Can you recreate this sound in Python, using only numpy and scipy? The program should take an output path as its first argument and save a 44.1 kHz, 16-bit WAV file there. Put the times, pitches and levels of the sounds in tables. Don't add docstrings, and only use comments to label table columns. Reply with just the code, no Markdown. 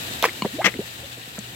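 import sys
import numpy as np
from scipy import signal
from scipy.fft import rfft, irfft, next_fast_len
from scipy.io import wavfile
from scipy.ndimage import map_coordinates

SR = 44100
rng = np.random.default_rng(int(sys.argv[2]) if len(sys.argv) > 2 else 0)


def transcribe(u):
    v = np.clip(np.atleast_2d(u).T, -1, 1)
    q = np.round(v * 32767).astype(np.int16)
    wavfile.write(sys.argv[1], SR, q)


N = 68355

# start_s, pitch_hz, rise_octaves_per_s, level_db, attack_s, hold_s, fade_s
GULPS = [(0.248, 464, 2.2, -20.5, 0.0024, 0.01, 0.013), (.276, 322, 8.9, -28, 0.0014, .003, 0.064),
         (.4505, 341, 37, -22.5, 0.0017, 0.012, 0.032), (0.529, 205, 21.5, -26, 0.015, 0.0018, 0.11),
         (.589, 522, 29, -21, 0.0014, 0.022, 0.013), (.612, 362, 1.7, -38, .005, .015, 0.029),
         (0.749, 235, 8.6, -33.5, 0.0029, 0.015, .03), (.792, 347, 26, -24.5, 0.0011, .004, 0.1),
         (1.031, 533, 4.4, -39.5, 0.0061, 0.01, .05)]
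# start_s, pitch_hz, level_db, fade_s
PLOPS = [(0.4235, 196, -16.5, 0.04), (0.4499, 211, -14, 0.043), (0.658, 183, -23, 0.12),
         (.674, 190, -36, 0.069), (.738, 170, -28.5, 0.044), (0.7918, 195, -18.5, 0.039),
         (1.181, 197, -32, 0.013), (1.277, 230, -32.5, .03), (1.3852, 200, -23, 0.051)]
# start_s, centre_hz, level_db, hold_s, fade_s
SQUELCHES = [(0.4468, 600, -26, 0.011, .015), (0.584, 422, -29, 0.0044, 0.028),
             (0.615, 1540, -31.5, 0.012, 0.073), (0.613, 795, -30, 0.0055, 0.025),
             (.675, 505, -25.5, 0.0053, 0.037), (0.741, 380, -40, 0.0267, .02),
             (0.789, 387, -28.5, .008, 0.024), (1.171, 444, -45.5, .018, 0.017),
             (1.376, 1600, -39.5, 0.0065, 0.012), (1.3828, 577, -31, 0.00075, 0.018)]
# start_s, pitch_hz, level_db, fade_s, left_db
POPS = [(0.2255, 2930, -8, 0.0045, 4), (0.226, 6260, -20.5, 0.0028, -17), (0.2253, 12300, -16, 0.0043, -15),
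        (0.2287, 730, -12, 0.011, -1), (0.2331, 4000, -16, 0.008, 3), (0.2384, 1880, -24, .008, 0),
        (0.2413, 1150, -0.5, 0.0087, -0.5), (0.2425, 2470, -5.5, 0.005, 1), (.2537, 1770, -9, 0.0096, -1),
        (.2606, 960, -16, 0.013, -2), (.286, 1880, -20, 0.013, 4), (0.2928, 2100, -20, 0.019, 3),
        (0.4511, 786, -18.5, 0.015, -4), (.456, 1860, -27, 0.024, 7), (.6825, 2060, -17.5, 0.013, 12),
        (0.7404, 1900, -26, 0.011, 16.5), (1.12, 3700, -32.5, 0.012, 9),
        (1.3897, 7420, -24.5, 0.0013, 20.5), (1.3911, 6400, -29, 0.0045, 12)]
# pitch_hz, level_db, fade_s
MOUTH_TONES = [(420, -1, 0.0067), (1026, -0.5, 0.023), (2260, -5.5, 0.017), (2930, -7, 0.032),
               (4360, -5, 0.014), (7040, -17, 0.0096)]
# start_s, length_s, level_db, attack_s, fade_s, tail_db, tail_fade_s, bursts_per_s, left_lead_ms
SLURPS = [(0.228, 0.033, -20, 0.005, 0.016, -8, .1, 2300, -0.074),
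          (0.6424, 0.03, -13, 0.0022, 0.011, -7, 0.085, 4400, 0.097)]
# frequency_hz, level_db
SLURP_COLOURS = [
    [(100, -24.5), (280, -19.5), (480, -4), (800, -0.5), (1300, -3.5), (2500, -3), (3400, -6.5),
     (4000, -11), (5200, -11), (9000, -19.5), (13000, -27), (16000, -22)],
    [(59, -27), (100, -23), (224, -8), (621, -11), (784, -13.5), (930, -15), (1170, -7.5), (1550, -8.5),
     (2040, 1), (2370, -7), (3320, -7), (3780, -20.5), (6290, -16), (9410, -30.5), (11400, -39),
     (13800, -26), (16000, -36)],
]
# frequency_hz, left_db
SLURP_BALANCES = [
    [(300, -1), (3000, 2.5), (8000, 0), (12000, -17)],
    [(60, 2.0), (180, 2.2), (550, 2.1), (1650, 9.2), (4970, 13.4), (15000, 2.5)],
]
# frequency_hz, likeness
SLURP_LIKENESS = [(400, 1), (2000, 1), (5000, 0.56), (12000, .3)]
# time_s, level_db
WATER_LEVELS = [ [(0.0, -36), (0.12, -35), (0.25, -38.5), (0.578, -40), (0.712, -41.5), (1.55, -43)], ][0]
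# frequency_hz, level_db
FIZZ_COLOUR = [(290, -49), (500, -1.5), (562, -13), (668, -1), (819, -6.5), (1250, -5.5), (1900, 0.5),
               (2070, -5.5), (2690, 0), (3390, -3), (3750, 0), (4400, -5.5), (5800, -11.5), (7980, -6.5),
               (8960, -14.5), (13300, -11), (16000, -17)]
# frequency_hz, left_db
FIZZ_BALANCE = [(60, -4), (120, 0.0), (240, -7), (480, 3), (950, -2), (1890, 3.5), (3770, 7.5), (7520, 4),
                (15000, -6)]
# frequency_hz, likeness
FIZZ_LIKENESS = [(500, 0.36), (1000, -0.67), (2000, -0.18), (5000, 0.032), (14000, -0.036)]
# frequency_hz, level_db
WASH_COLOUR = [(25, -26), (45, -14), (68, -2.5), (90, -1.5), (160, -3), (220, -3.5), (350, -6),
               (550, -11.5), (900, -14), (2000, -45)]
# frequency_hz, likeness
WASH_LIKENESS = [(100, 0.94), (300, 0.9), (700, 0.67)]
# frequency_hz, fade_s
ECHO_FADES = [(200, 0.08), (2000, 0.14), (10000, 0.054)]


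def slurps(smooth_air=0.72, spray_hz=3870, spray_attack_s=0.008, spray_tail_db=-4):
    out = np.zeros((2, N))
    for slurp, colour, balance in zip(SLURPS, SLURP_COLOURS, SLURP_BALANCES):
        start_s, length_s, level_db, attack_s, fade_s, tail_db, tail_fade_s, per_s, lead_ms = slurp
        t = since(start_s)
        suck = envelope(t, attack_s, length_s - attack_s, fade_s)
        tail = amp(tail_db) * envelope(t, attack_s, length_s, tail_fade_s)
        rattle = bursts(per_s) + smooth_air * rng.standard_normal((2, N))
        rattle = stereo_noise(rattle, colour, SLURP_LIKENESS)
        lead_s = np.array([[.5], [-.5]]) * lead_ms / 1000
        rattle = filtered(rattle, lambda hz: pan(look_up(balance, hz)) * np.exp(2j * np.pi * hz * lead_s))
        rattle /= np.sqrt(np.average(np.mean(rattle ** 2, axis=0), weights=suck ** 2))
        body = filtered(rattle, lambda hz: 1 / (1 + (hz / spray_hz) ** 10))
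        spray = rattle - body
        spray_shape = np.maximum(suck * np.minimum(t / spray_attack_s, 1), amp(spray_tail_db) * tail)
        out += amp(level_db) * (body * np.maximum(suck, tail) + spray * spray_shape)
    return out


def gulps():
    return sum(amp(level_db) * ring(start_s, pitch_hz, fade_s, attack_s, hold_s, rise)
               for start_s, pitch_hz, rise, level_db, attack_s, hold_s, fade_s in GULPS)


def lip_smack(start_s=0.421, smack_db=-16):
    mouth = sum(amp(level_db) * ring(start_s, pitch_hz, fade_s, attack_s=0.0014)
                for pitch_hz, level_db, fade_s in MOUTH_TONES)
    return amp(smack_db) * pan(left_db=1.5) * mouth


def pops():
    return sum(amp(level_db) * pan(left_db) * ring(start_s, hz, fade_s, attack_s=0.00037, waver=0.089)
               for start_s, hz, level_db, fade_s, left_db in POPS)


def plops():
    return sum(amp(level_db) * ring(start_s, pitch_hz, fade_s, attack_s=0.001, rise_octaves_per_s=2.6)
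               for start_s, pitch_hz, level_db, fade_s in PLOPS)


def squelches(half_width_octaves=0.5):
    out = np.zeros(N)
    for start_s, centre_hz, level_db, hold_s, fade_s in SQUELCHES:
        band = lambda hz: np.exp(-.5 * (np.log2((hz + 1) / centre_hz) / half_width_octaves) ** 2)
        churn = filtered(rng.standard_normal(N), band)
        shape = envelope(since(start_s), 0.0007, hold_s, fade_s)
        churn /= np.sqrt(np.average(churn ** 2, weights=shape ** 2))
        out += amp(level_db) * shape * churn
    return out


def running_water(fizz_db=3.5, wash_db=-45.5):
    level_db = np.interp(since(0), *np.transpose(WATER_LEVELS))
    bubbles = 0.65 * bursts(per_s=2700) + rng.standard_normal((2, N))
    fizz = stereo_noise(bubbles, FIZZ_COLOUR, FIZZ_LIKENESS)
    fizz = normalise(filtered(fizz, lambda hz: pan(look_up(FIZZ_BALANCE, hz))))
    wash = stereo_noise(rng.standard_normal((2, N)), WASH_COLOUR, WASH_LIKENESS)
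    swell_db = 0.73 * (level_db - level_db.mean())
    fizz *= amp(fizz_db + level_db + 0.93 * wobble(per_s=39.97))
    wash *= amp(wash_db + swell_db + 2.05 * wobble(per_s=17))
    return fizz + wash


def trickle(drops_per_s=70, centre_hz=3157, level_db=-37.5, tries=300):
    out = np.zeros((2, N + SR))
    t = np.arange(SR // 30) / SR
    shape = envelope(t, attack_s=0.00037, hold_s=0, fade_s=0.0089)
    for (when, chance), (pitch, size, side) in zip(rng.random((tries, 2)), rng.standard_normal((tries, 3))):
        if chance < drops_per_s * N / SR / tries:
            pitch_hz = centre_hz * 2 ** (0.235 * pitch)
            tick = amp(level_db + 2.5 * size) * shape * np.sin(2 * np.pi * pitch_hz * t)
            start = int(when * N)
            out[:, start:start + len(t)] += pan(left_db=4 + 4 * side) * tick
    return out[:, :N]


def pump(pitch_hz=119.7, level_db=-50):
    gain = amp(level_db + 2.7 * wobble(per_s=10.32))
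    phase = 2 * np.pi * pitch_hz * since(0) + 0.071 * wobble(per_s=9)
    return gain * np.sqrt(2) * np.sin(phase)


def echo(sound, level_db=-16.5):
    hz, t, noise = signal.stft(rng.standard_normal((2, SR // 2)), SR, nperseg=256)
    fade = amp(-60 * t / look_up(ECHO_FADES, hz)[:, None])
    _, tail = signal.istft(noise * fade, SR, nperseg=256)
    tail /= np.linalg.norm(tail[0])
    return amp(level_db) * signal.fftconvolve(sound, tail, axes=1)[:, :N]


def ring(start_s, pitch_hz, fade_s, attack_s, hold_s=0, rise_octaves_per_s=0, waver=0.016):
    t = since(start_s)
    hz = pitch_hz * 2 ** np.minimum(rise_octaves_per_s * t, 2) * (1 + waver * wobble(per_s=300))
    phase = 2 * np.pi * np.cumsum(hz * (t > 0)) / SR
    return envelope(t, attack_s, hold_s, fade_s) * np.sin(phase)


def bursts(per_s):
    return normalise((rng.random((2, N)) < per_s / SR) * rng.standard_normal((2, N)))


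def stereo_noise(pair, colour, likeness):
    def blend(hz):
        angle = np.arccos(np.clip(look_up(likeness, hz), -1, 1)) / 2
        return amp(look_up(colour, hz)) * np.array([np.cos(angle), np.sin(angle)])
    shared, opposite = filtered(pair, blend)
    return normalise(np.array([shared + opposite, shared - opposite]))


def envelope(t, attack_s, hold_s, fade_s):
    return np.minimum(t / attack_s, 1) * amp(-60 * np.maximum(t - attack_s - hold_s, 0) / fade_s)


def wobble(per_s):
    return map_coordinates(rng.standard_normal(int(N * per_s / SR) + 4), [np.arange(N) * per_s / SR])


def filtered(sound, response):
    size = next_fast_len(N + SR // 2)
    return irfft(rfft(sound, size) * response(np.fft.rfftfreq(size, 1 / SR)), size)[..., :N]


def look_up(table, hz):
    row_hz, values = np.transpose(table)
    return np.interp(np.log(hz + 1), np.log(row_hz + 1), values)


def since(start_s):
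    return np.maximum(np.arange(N) / SR - start_s, 0)


def pan(left_db):
    return amp(np.array([[.5], [-.5]]) * left_db)


def amp(db):
    return 10 ** (np.asarray(db) / 20)


def normalise(sound):
    return sound / np.sqrt(np.mean(sound ** 2) + 1e-20)


def scene():
    fish = gulps() + plops() + squelches() + pops() + lip_smack() + slurps()
    bass_cut = signal.butter(2, 130, "highpass", fs=SR, output="sos")
    fish = signal.sosfilt(bass_cut, fish)
    return fish + echo(fish) + running_water() + trickle() + pump()


def record(dry):
    return filtered(np.clip(dry, -1, 1), lambda hz: hz < 16000)


dry = scene()
out = record(dry)
transcribe(out)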